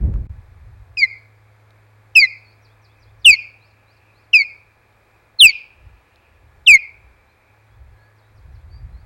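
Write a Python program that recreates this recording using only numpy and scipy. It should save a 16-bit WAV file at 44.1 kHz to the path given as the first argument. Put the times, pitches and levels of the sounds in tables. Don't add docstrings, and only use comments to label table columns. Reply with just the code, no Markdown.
import sys
import numpy as np
from scipy import signal
from scipy.fft import rfft, irfft, next_fast_len
from scipy.io import wavfile
from scipy.ndimage import uniform_filter1d

SR = 44100
rng = np.random.default_rng(int(sys.argv[2]) if len(sys.argv) > 2 else 0)


def pcm_store(signal):
    levels = np.round(np.clip(np.atleast_2d(signal), -1, 1) * 32767)
    wavfile.write(sys.argv[1], SR, levels.astype(np.int16).T)


N = 399105
TIME = np.arange(N) / SR

# t/s, level/dB
HUM_LEVEL = [(0, -52), (1.5, -53), (3.0, -55.5), (4.0, -60), (5.2, -64), (6.1, -69.5), (7.0, -79.5),
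             (7.6, -57), (9.05, -52.5)]
HUM_HZ = 106
# f/Hz, level/dB
THIN_TONES = [(237, -85), (378, -84.5), (508, -77), (845, -75.5), (1168, -83.5), (1696, -72.5),
              (15770, -83.5)]
# f/Hz, relative level/dB per Hz
AIR_COLOUR = [(25, 3.5), (80, 10), (190, -3), (400, 1), (900, 1), (1400, -1.5), (2000, -3), (2450, -3.5),
              (2850, -15.5), (4000, -14), (6000, -22.5), (10000, -21), (13000, -27.5), (16000, -29.5)]
AIR_DB = -58
# f/Hz, relative level/dB per Hz
RUMBLE_COLOUR = [(18, -12.5), (38, -3), (55, 4), (85, 0.5), (110, -4), (150, -19), (210, -32.5),
                 (400, -44.5)]
# f/Hz, relative level/dB per Hz
EDDY_COLOUR = [(70, -20), (115, -0.5), (170, 0), (250, -12.5), (400, -17), (700, -30.5), (1400, -46),
               (3000, -66)]
# peak t/s, half-width/s, rumble level/dB
WIND_GUSTS = [(0.048, .06, -18.5), (0.161, 0.1, -21.5), (0.339, .07, -38.5), (.68, .28, -42.5),
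              (3.17, .16, -53), (5.881, .08, -44), (6.52, 0.22, -52), (7.06, .13, -51.5), (7.849, .1, -44),
              (8.52, .14, -41), (8.86, .17, -36)]
CALM_DB = -70.5
HARD_GUST_DB, EDDY_POWER = -19.5, 1.5
DIP_S, DIP_LENGTH_S, DIP_DB = .283, .024, -21

# t/s, level/dB, centre f/Hz
DRY_TICKS = [(0.14, -42, 1120), (.159, -44, 1100), (0.295, -50, 964), (1.706, -50.5, 4500),
             (4.927, -59, 3700), (6.159, -49, 4100)]

# t/s, length/s, top f/Hz, end f/Hz, shoulder (0-1), opening flick/Hz, flick length/s,
# attack/s, time to the dip/s, first level/dB, dip depth/dB, level after the dip/dB,
# octave level/dB, share sent to the shore/dB
OSPREY_CALLS = [(.968, 0.097, 2510, 2024, 1, 300, 0.0044, 0.0059, 0.046, -18.5, -13.5, -3.5, -18, 3),
                (2.149, 0.12, 2635, 1998, 0.93, 425, 0.0056, 0.015, 0.058, -0.3, -15, -4.5, -13, -0.5),
                (3.243, .12, 3032, 2112, 0.06, 729.4, .0096, .021, .076, 3.5, -6.5, -7, -12.2, -0.5),
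                (4.328, .116, 2663, 2126, .2, 513, .007, .013, 0.053, -2, -2, -10.5, -17.5, -.5),
                (5.385, .138, 3238, 2126, 0, 1142, 0.023, 0.037, .093, 5.5, -4.5, -11.5, -13, -1.1),
                (6.66, 0.12, 2821, 2054, 0, 992, .0115, 0.024, .067, 2, -5, 1.33, -12.5, -4.5)]
GLIDE_CURVE = 1.303
FLICK_POWER = 3
ONSET_DB, RELEASE_DB, RELEASE_S = -36.5, -26.5, .026
SAG_S, RECOVER_S = .022, .018
# f/Hz, gain/dB
THROAT_GAIN = [(3900, -7.5), (4300, -8.5), (4750, -0.5), (5200, -5), (5800, -8), (6600, -27.5),
               (8800, -49.5)]
# f/Hz, relative level/dB per Hz
BREATH_COLOUR = [(1400, -22.5), (2500, -1.5), (5000, 1), (12000, -26.5)]

# f/Hz, gain/dB
ECHO_COLOUR = [(1900, -2.5), (2400, 8), (2800, -7), (3400, -11.5), (4500, -2), (5800, -4.5), (7000, 2.5),
               (10000, -2), (15000, -21)]
ROCKS_DB = -5
TREES_S, TREES_RISE_S, TREES_DB, TREES_T60_S = .095, .045, -.5, .35
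INLET_DB, INLET_T60_S = -26.5, 2.9
FAR_BANK_S, FAR_BANK_WIDTH_S, FAR_BANK_DB = .8, .12, -40.5

# t in the phrase/s, length/s, start f/Hz, middle f/Hz, end f/Hz, level within the phrase/dB
CHIP_NOTES = [(0, 0.04, 6240, 5650, 5190, -7), (.028, 0.029, 5454, 4530, 3673, 4.5),
              (.068, .06, 3200, 3450, 3900, -6.5)]
SLUR_NOTES = [(0, 0.088, 3780, 4340, 5700, 0), (.103, 0.023, 5150, 4430, 3810, 0)]
# t/s, level/dB
CHIP_TIMES = [(2.614, -60), (2.812, -60), (2.99, -61), (3.183, -65.5), (8.15, -70), (8.34, -69),
              (8.515, -68.5)]
SLUR_TIMES = [(3.596, -61), (3.86, -62.5), (4.13, -63.5)]
# t/s, length/s, start f/Hz, middle f/Hz, end f/Hz, level/dB
SINGLE_NOTES = [(2.435, .085, 4870, 4380, 5000, -56), (2.518, .016, 3760, 4440, 5400, -58),
                (7.27, 0.063, 3794, 4080, 4150, -71.5), (7.694, 0.0713, 3250, 3370, 3610, -71),
                (7.897, 0.29, 1644, 1676, 1690, -61), (7.96, .13, 3993, 4400, 4570, -70),
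                (8.211, .09, 3700, 3840, 3980, -71), (8.69, .11, 4320, 4660, 4640, -58),
                (8.92, .11, 4180, 4250, 5200, -66)]

# f/Hz, relative level/dB per Hz
RASP_COLOUR = [(300, -9.5), (1500, -5), (3000, -1), (16000, -5.5)]
# f/Hz, relative level/dB per Hz
THUMP_COLOUR = [(30, -15.5), (70, 3), (110, 1), (170, -11.5), (260, -17.5), (450, -28.5)]
# f/Hz, gain/dB
INPUT_COLOUR = [(1, 1.5), (7000, -0.5), (10000, -3), (13000, 1), (23000, .5)]
TOP_HZ = 15900


def undb(db):
    return np.exp(np.asarray(db) * np.log(10) / 20)


def ramp(t, start, length):
    return np.clip((t - start) / length, 0, 1)


def walk(rate, count=N):
    k = max(int(SR / rate), 1)
    y = np.repeat(rng.standard_normal(count // k + 1), k)
    y = uniform_filter1d(uniform_filter1d(y, k), k)[:count]
    return y / y.std()


def shape(x, colour):
    hz, db = np.transpose(colour)
    size = next_fast_len(len(x), True)
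    f = np.maximum(np.fft.rfftfreq(size, 1 / SR), 1)
    gain = undb(np.interp(np.log(f), np.log(hz), db, left=-120, right=-120))
    return irfft(rfft(x, size) * gain, size)[:len(x)]


def noise(colour, count=N):
    y = shape(rng.standard_normal(count), colour)
    return y / y.std()


def butter(x, hz, kind, order=2):
    sos = signal.butter(order, min(hz, .45 * SR), kind, fs=SR, output="sos")
    return signal.sosfilt(sos, x)


def hum(waver=.0015, thin_waver=.0008):
    def line(hz, depth):
        return np.sqrt(2) * np.sin(2 * np.pi * np.cumsum(hz * (1 + depth * walk(3.7))) / SR)

    s, db = np.transpose(HUM_LEVEL)
    low = undb(np.interp(TIME, s, db)) * line(HUM_HZ, waver)
    return low + sum(undb(db) * line(hz, thin_waver) for hz, db in THIN_TONES)


def outdoor_air():
    return noise(AIR_COLOUR) * undb(AIR_DB + .3 * walk(8.0))


def wind(eddy_db=-32.0, flutter_db=1.0):
    rumble = noise(RUMBLE_COLOUR)
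    rumble = rumble / np.sqrt(uniform_filter1d(rumble ** 2, SR // 8))
    force = undb(CALM_DB)
    for s, width, db in WIND_GUSTS:
        force = force + undb(db) * np.exp(-((TIME - s) / width) ** 2)
    eddy_force = (force / undb(HARD_GUST_DB)) ** EDDY_POWER
    eddies = eddy_force * undb(eddy_db + flutter_db * walk(66)) * noise(EDDY_COLOUR)
    return (force * rumble + eddies) * ramp(TIME, 0, .01)


def ticks(decay_s=.0015):
    out = np.zeros(N)
    t = np.arange(SR // 30) / SR
    for s, db, hz in DRY_TICKS:
        burst = noise([(hz / 4, -22), (hz, 0), (1.5 * hz, -18), (8 * hz, -45)], count=len(t))
        i = int(s * SR)
        out[i:i + len(t)] += undb(db) * burst * np.exp(-t / decay_s)
    return out


def whistle(call, jitter=.0015, third_db=-25, step_db=-14, breath_db=-46, octave_turn=.1,
            flutter_depth=.36, flutter_hz=100, octave_attack_s=.022, octave_release_db=-24, uneven_db=3.0):
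    (s, length, top_hz, end_hz, shoulder, flick_hz, flick_s, attack_s, dip_s,
     first_db, dip_db, second_db, octave_db, shore_db) = call
    live = (TIME > s) & (TIME < s + length)
    t = TIME[live] - s

    def wander(rate):
        return walk(rate, count=SR // 4)[:len(t)]

    falling = (1 - t / length) ** GLIDE_CURVE
    lingering = np.cos(np.pi / 2 * t / length) ** 2
    glide = (1 - shoulder) * falling + shoulder * lingering
    flick = flick_hz / (1 + (t / flick_s) ** FLICK_POWER)
    hz = end_hz + (top_hz - end_hz) * glide + flick

    sag = ramp(t, dip_s - SAG_S, SAG_S) ** 2
    recovery = ramp(t, dip_s, RECOVER_S)
    release = ramp(t, length - RELEASE_S, RELEASE_S)
    db = first_db + (second_db - first_db) * sag + dip_db * (sag - recovery)
    db = db + ONSET_DB * (1 - ramp(t, 0, attack_s)) ** 2 + RELEASE_DB * release

    throat_hz, throat_db = np.transpose(THROAT_GAIN)
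    over_db = octave_db + np.interp(2 * hz, throat_hz, throat_db)
    over_db = over_db + octave_release_db * release + uneven_db * wander(90)
    over_gain = undb(over_db) * ramp(t, 0, octave_attack_s)

    phase = 2 * np.pi * np.cumsum(hz * (1 + jitter * wander(700))) / SR
    overtones = np.sin(2 * phase + 2 * np.pi * octave_turn)
    for k in range(3, 7):
        flicker_db = 3 * wander(250)
        overtones += undb(third_db + step_db * (k - 3) + flicker_db) * np.sin(k * phase)
    tone = np.sin(phase) + undb(breath_db) * noise(BREATH_COLOUR, count=SR // 4)[:len(t)]

    def voice(size):
        return tone * uniform_filter1d(undb(db), size) + overtones * uniform_filter1d(over_gain, size)

    beat = 2 * np.pi * np.cumsum(flutter_hz * (1 + .18 * wander(100))) / SR
    flutter_amount = ramp(t, dip_s - RECOVER_S / 2, RECOVER_S) * np.clip(-db / 9, 0, 1)
    flutter = 1 + flutter_depth * flutter_amount * np.sin(beat)
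    near = voice(size=SR // 300) * flutter * signal.windows.tukey(len(t), .1)
    far = undb(shore_db) * voice(size=SR // 20) * signal.windows.tukey(len(t), .25)
    out = np.zeros((2, N))
    out[:, live] = near, far
    return out


def shore(x, wet_db=-27.0):
    t = np.arange(2 * SR) / SR
    swell_db = ROCKS_DB + (TREES_DB - ROCKS_DB) * ramp(t, TREES_S - TREES_RISE_S, TREES_RISE_S)
    close = undb(swell_db) * np.exp(-np.log(1000) * np.maximum(t - TREES_S, 0) / TREES_T60_S)
    inlet = undb(INLET_DB) * np.exp(-np.log(1000) * t / INLET_T60_S)
    bank = undb(FAR_BANK_DB) * np.exp(-((t - FAR_BANK_S) / FAR_BANK_WIDTH_S) ** 2)
    faces = (rng.random(len(t)) < 4000 / SR) & (t > .004)
    scatter = faces * rng.standard_normal(len(t)) * np.hypot(close, inlet + bank)
    scatter = scatter / np.sqrt(np.sum(scatter ** 2))
    return undb(wet_db) * signal.fftconvolve(shape(x, ECHO_COLOUR), scatter)[:N]


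def far_birds(wet_db=-3.5, t60=.25):
    notes = list(SINGLE_NOTES)
    for phrase, times in ((CHIP_NOTES, CHIP_TIMES), (SLUR_NOTES, SLUR_TIMES)):
        for s, db in times:
            for after, *glide, note_db in phrase:
                notes.append((s + after, *glide, db + note_db))
    out = np.zeros(N + SR)
    husk = 1 + .012 * walk(500)
    for s, length, start, middle, end, db in notes:
        u = np.linspace(0, 1, int(length * SR))
        i = int(s * SR)
        bend = np.polyfit([0, .5, 1], [start, middle, end], 2)
        hz = np.polyval(bend, u) * np.roll(husk, -i)[:len(u)]
        out[i:i + len(u)] += undb(db) * np.sin(np.pi * u) * np.sin(2 * np.pi * np.cumsum(hz) / SR)
    wood = rng.standard_normal(SR) * np.exp(-np.log(1000) * np.arange(SR) / SR / t60)
    wood = wood / np.sqrt(np.sum(wood ** 2))
    return out[:N] + undb(wet_db) * signal.fftconvolve(out, wood)[:N]


def scene():
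    near, far = sum(whistle(call) for call in OSPREY_CALLS)
    air = outdoor_air()
    in_dip = (np.abs(TIME - DIP_S) < DIP_LENGTH_S / 2) * 1.
    dip = undb(DIP_DB * uniform_filter1d(in_dip, size=SR // 200))
    birds = near + shore(far) + far_birds()
    background = (wind() + hum() + air) * dip
    return (birds + background + ticks())[None]


def record(dry, ceiling=.86, knee=16, rasp_db=-38, thump_db=-35):
    fine = signal.resample_poly(dry[0], 4, 1)
    squeezed = fine / (1 + (np.abs(fine) / ceiling + 1e-6) ** knee) ** (1 / knee)
    clipped = signal.resample_poly(squeezed, 1, 4)
    over = (np.abs(dry[0]) > ceiling) * 1.
    rasp = undb(rasp_db) * noise(RASP_COLOUR) * uniform_filter1d(over, SR // 300)
    thump = undb(thump_db) * noise(THUMP_COLOUR) * butter(over, 15, "low")
    y = butter(shape(clipped + rasp + thump, INPUT_COLOUR), 18, "high")
    top_cut = signal.ellip(10, .1, 80, TOP_HZ, fs=SR, output="sos")
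    return signal.sosfilt(top_cut, y)[None]


dry = scene()
out = record(dry)
pcm_store(out)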